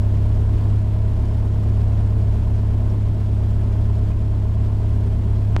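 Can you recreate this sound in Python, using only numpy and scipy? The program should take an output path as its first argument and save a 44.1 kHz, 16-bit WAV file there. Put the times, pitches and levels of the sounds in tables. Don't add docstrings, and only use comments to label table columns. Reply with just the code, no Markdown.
import sys
import numpy as np
from scipy import signal
from scipy.fft import rfft, irfft
from scipy.io import wavfile
from scipy.ndimage import uniform_filter1d

SR = 44100
rng = np.random.default_rng(int(sys.argv[2]) if len(sys.argv) > 2 else 0)


def master(y):
    cut = np.clip(np.atleast_2d(y).T, -1, 1)
    pcm = np.round(cut * 32767)
    wavfile.write(sys.argv[1], SR, pcm.astype(np.int16))


N = 246959
T = np.arange(N) / SR

# time_s, speed_rpm
CRANK_SPEED = [(0, 1013), (1.15, 1033), (2.2, 1033), (2.5, 1030.5), (5.6, 1028.2)]
FIRING_HARMONICS_DB = [-7.5, -3.5, 0, -24.5, -23.5, -21.5, -21, -38.5, -27.5, -42, -33, -36.5, -35, -39]
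# order (multiple of cycle rate), relative_level_db
PANEL_LINES = [(68, -35), (73, -38), (74, -35), (82, -37), (104, -44)]
# freq_hz, relative_density_db
SHUDDER_SPECTRUM = [(5, -13), (17, 2.5), (36, -2.5), (56, 2), (80, -7.5), (120, -8.5), (170, -9),
                    (215, -11), (270, -21.5), (400, -24), (600, -63)]
VALVE_STRENGTHS_DB = [-0.42, 1, 0.98, -1.2, 1, -0.73, 0.45, -1.2]
# freq_hz, relative_gain_db
FIREWALL_GAIN = [(150, -16.5), (290, -1), (425, 0), (465, -8), (670, -10.5), (800, -10.5), (1070, -12),
                 (1130, -20), (2000, -26), (5000, -50.5)]
# centre_hz, width_hz, gain_db (on the firewall output, added to it)
PANEL_RESONANCES = [(406, 30, -12), (587, 26, -1.5), (647, 45, -0.5), (896, 22, -5.5), (1034, 25, -3)]
# freq_hz, relative_density_db
WASH_SPECTRUM = [(200, 10), (700, 11), (1300, 6), (2000, 0.5), (3100, -0.5), (4000, -5), (5200, -7),
                 (6200, -11), (7300, -10.5), (9500, -14), (12500, -21), (15000, -35)]
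# start_s, depth_db (before attack and recovery shaping), recovery_s
LEVEL_DIPS = [(.77, 1.23, 1.3), (2.38, 0.9, .8), (2.95, 1.04, 1.1), (4.11, 1.7, 1.5), (4.115, 4, 0.027)]
# (rms, before trim_db)
GYRO_TONES = [(3214, -73), (3994, -81), (4188, -76), (6891, -87.5)]
# start_s, level_db (before trim_db and buzz), ring_hz
FITTING_TICKS = [(0.6094, -48, 4620), (1.3094, -49, 5170), (2.8988, -47, 5430), (3.4894, -55, 4070),
                 (3.5094, -49, 7270), (4.116, -41, 2500), (5.3794, -53, 4190)]
# start_s, level_db (before pulse shaping and low cut)
SWITCH_POP = (5.56485, -6)

BOOM_DB, SHUDDER_DB, CLATTER_DB, WASH_DB = -16, -27.5, -39.5, -46.5
SHAFT_DB = -13.5
UNEVEN_DB, UNEVEN_DB_PER_OCTAVE = -21, -4
START_CYCLE = 0.017
FIRINGS_PER_CYCLE, TURNS_PER_CYCLE = 4, 2
DIP_ATTACK_S = 0.015
TOP_HZ = 15000


def undb(db):
    return 10 ** (np.asarray(db) / 20)


def unit(x):
    return x / np.sqrt(np.mean(x ** 2))


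def walk(rate_hz):
    hold = max(int(SR / rate_hz), 1)
    held = rng.standard_normal(N)[np.arange(N) // hold]
    smoothed = uniform_filter1d(held, hold)
    return unit(uniform_filter1d(smoothed, hold))


def colour(x, points):
    point_hz, point_db = np.transpose(points)
    size = 2 ** 18
    freq_hz = np.maximum(np.fft.rfftfreq(size, 1 / SR), 1)
    gain_db = np.interp(np.log(freq_hz), np.log(point_hz), point_db)
    cepstrum = irfft(np.log(undb(gain_db)))
    cepstrum[1:size // 2] *= 2
    cepstrum[size // 2 + 1:] = 0
    response = np.exp(rfft(cepstrum))
    return irfft(rfft(x, size) * response)[:N]


def resonate(x, centre_hz, width_hz):
    b, a = signal.iirpeak(centre_hz, centre_hz / width_hz, fs=SR)
    return signal.lfilter(b, a, x)


def engine_lines(order_limit=32):
    firing = [(FIRINGS_PER_CYCLE * (k + 1), db) for k, db in enumerate(FIRING_HARMONICS_DB)]
    between = [k for k in range(5, order_limit) if k % FIRINGS_PER_CYCLE]
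    octaves = np.log2(np.array(between) / FIRINGS_PER_CYCLE)
    uneven = zip(between, UNEVEN_DB + UNEVEN_DB_PER_OCTAVE * octaves)
    return [(TURNS_PER_CYCLE, SHAFT_DB), *firing, *uneven, *PANEL_LINES]


def boom(cycle, cabin_hz=86, cabin_width_hz=12, waver_db=0.7, upper_waver_db=1.5,
         jitter_cycles=0.00077, bark_lag_cycles=0.185, smear_rad=1.0):
    cycle = cycle + jitter_cycles * walk(17)
    out = 0
    for order, db in engine_lines():
        hz = order * cycle[-1] * SR / N
        deep = order <= 12
        between = order % FIRINGS_PER_CYCLE > 0
        if deep:
            lag_rad = np.arctan2(hz * cabin_width_hz, cabin_hz ** 2 - hz ** 2)
        else:
            lag_rad = 2 * np.pi * order * bark_lag_cycles
        if between:
            spread_rad = np.pi
        else:
            spread_rad = 0 if deep else smear_rad
        lag_rad = lag_rad + spread_rad * rng.standard_normal()
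        depth_db = waver_db if deep else upper_waver_db
        level = undb(db + depth_db * walk(9))
        out = out + level * np.cos(2 * np.pi * order * cycle - lag_rad)
    return unit(out)


def shudder(cycle, throb=0.2, lag_cycles=0.18):
    firings = FIRINGS_PER_CYCLE * (cycle - lag_cycles)
    swell = 1 + throb * np.cos(2 * np.pi * firings)
    return unit(colour(swell * rng.standard_normal(N), SHUDDER_SPECTRUM))


def clatter(cycle, ring_s=0.0038, scatter_db=0.7, rattle_gain=1.15, play_cycles=0.003):
    count = len(VALVE_STRENGTHS_DB)
    age = T[:2048] / ring_s
    envelope = age ** 3 * np.exp(-age)
    out = 0
    for k, db in enumerate(VALVE_STRENGTHS_DB):
        valve_cycle = cycle - k / count + play_cycles * rng.standard_normal()
        beats = np.diff(np.floor(valve_cycle), append=np.nan) > 0
        hits = beats * undb(db + scatter_db * rng.standard_normal(N))
        fixed_knock = envelope * rng.standard_normal(len(envelope))
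        own = signal.fftconvolve(hits, fixed_knock)[:N]
        rattle = signal.fftconvolve(hits, envelope)[:N] * rng.standard_normal(N)
        out = out + own + rattle_gain * rattle
    through = colour(out, FIREWALL_GAIN)
    panels = sum(undb(db) * resonate(through, hz, width_hz) for hz, width_hz, db in PANEL_RESONANCES)
    return unit(through + panels)


def knock(cycle, moment_cycles=0.02, ring_hz=635, width_hz=55, peak_db=-39, scatter_db=2.0):
    beats = np.diff(np.floor(cycle - moment_cycles), append=np.nan) > 0
    hits = beats * undb(peak_db + scatter_db * rng.standard_normal(N))
    age_s = T[:4096]
    decay = np.exp(-np.pi * width_hz * age_s) * np.sin(2 * np.pi * ring_hz * age_s)
    ring = resonate(decay, ring_hz, 2 * width_hz)
    return signal.fftconvolve(hits, ring / ring.max())[:N]


def wash(cycle, blade_db=0.55, lope_db=0.5, flutter_db=0.78, grit_db=2.0):
    blades = np.cos(2 * np.pi * FIRINGS_PER_CYCLE * cycle)
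    lope = np.cos(2 * np.pi * cycle) + np.cos(2 * np.pi * TURNS_PER_CYCLE * cycle)
    pulse_db = blade_db * blades + lope_db * lope / 2 + flutter_db * walk(70)
    level_grit_db = grit_db * np.repeat(rng.standard_normal(N), 16)[:N]
    noise = undb(pulse_db + level_grit_db) * rng.standard_normal(N)
    return unit(colour(noise, WASH_SPECTRUM))


def dips():
    gain_db = 0
    for start_s, depth_db, recovery_s in LEVEL_DIPS:
        age_s = np.maximum(T - start_s, 0)
        onset = 1 - np.exp(-age_s / DIP_ATTACK_S)
        gain_db = gain_db - depth_db * onset * np.exp(-age_s / recovery_s)
    return undb(gain_db)


def switch(rise_s=0.000075, fall_s=0.00038, low_cut_hz=80):
    start_s, level_db = SWITCH_POP
    age_s = np.maximum(T - start_s, 0)
    front = 1 - np.exp(-(age_s / rise_s) ** 2)
    pop = undb(level_db) * front * np.exp(-(age_s / fall_s) ** 2)
    b, a = signal.butter(1, low_cut_hz, "high", fs=SR)
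    return signal.lfilter(b, a, pop)


def ticks(ring_s=0.0087, trim_db=-7.5, buzz=0.58):
    out = 0
    for start_s, level_db, ring_hz in FITTING_TICKS:
        age_s = np.maximum(T - start_s, 0)
        ring = np.sin(2 * np.pi * ring_hz * age_s) * (1 + buzz * walk(1500))
        out = out + undb(level_db + trim_db) * np.exp(-age_s / ring_s) * ring
    return out


def gyros(waver_db=2.0, drift_hz=9, trim_db=-1):
    out = 0
    for pitch_hz, level_db in GYRO_TONES:
        turns = np.cumsum(pitch_hz + drift_hz * walk(20)) / SR
        level = undb(level_db + trim_db + waver_db * walk(12))
        out = out + level * np.sqrt(2) * np.sin(2 * np.pi * turns)
    return out


def scene():
    speed_rpm = np.interp(T, *np.transpose(CRANK_SPEED))
    cycle = START_CYCLE + np.cumsum(speed_rpm) / (TURNS_PER_CYCLE * 60 * SR)
    exhaust = undb(BOOM_DB) * boom(cycle) + undb(SHUDDER_DB) * shudder(cycle)
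    metal = undb(CLATTER_DB) * clatter(cycle) + knock(cycle)
    air = undb(WASH_DB) * wash(cycle)
    cabin = dips() * (exhaust + metal + air)
    return (cabin + switch() + ticks() + gyros())[None]


def record(dry):
    low_pass = signal.ellip(8, 0.2, 70, TOP_HZ, fs=SR, output="sos")
    return signal.sosfilt(low_pass, dry)


dry = scene()
out = record(dry)
master(out)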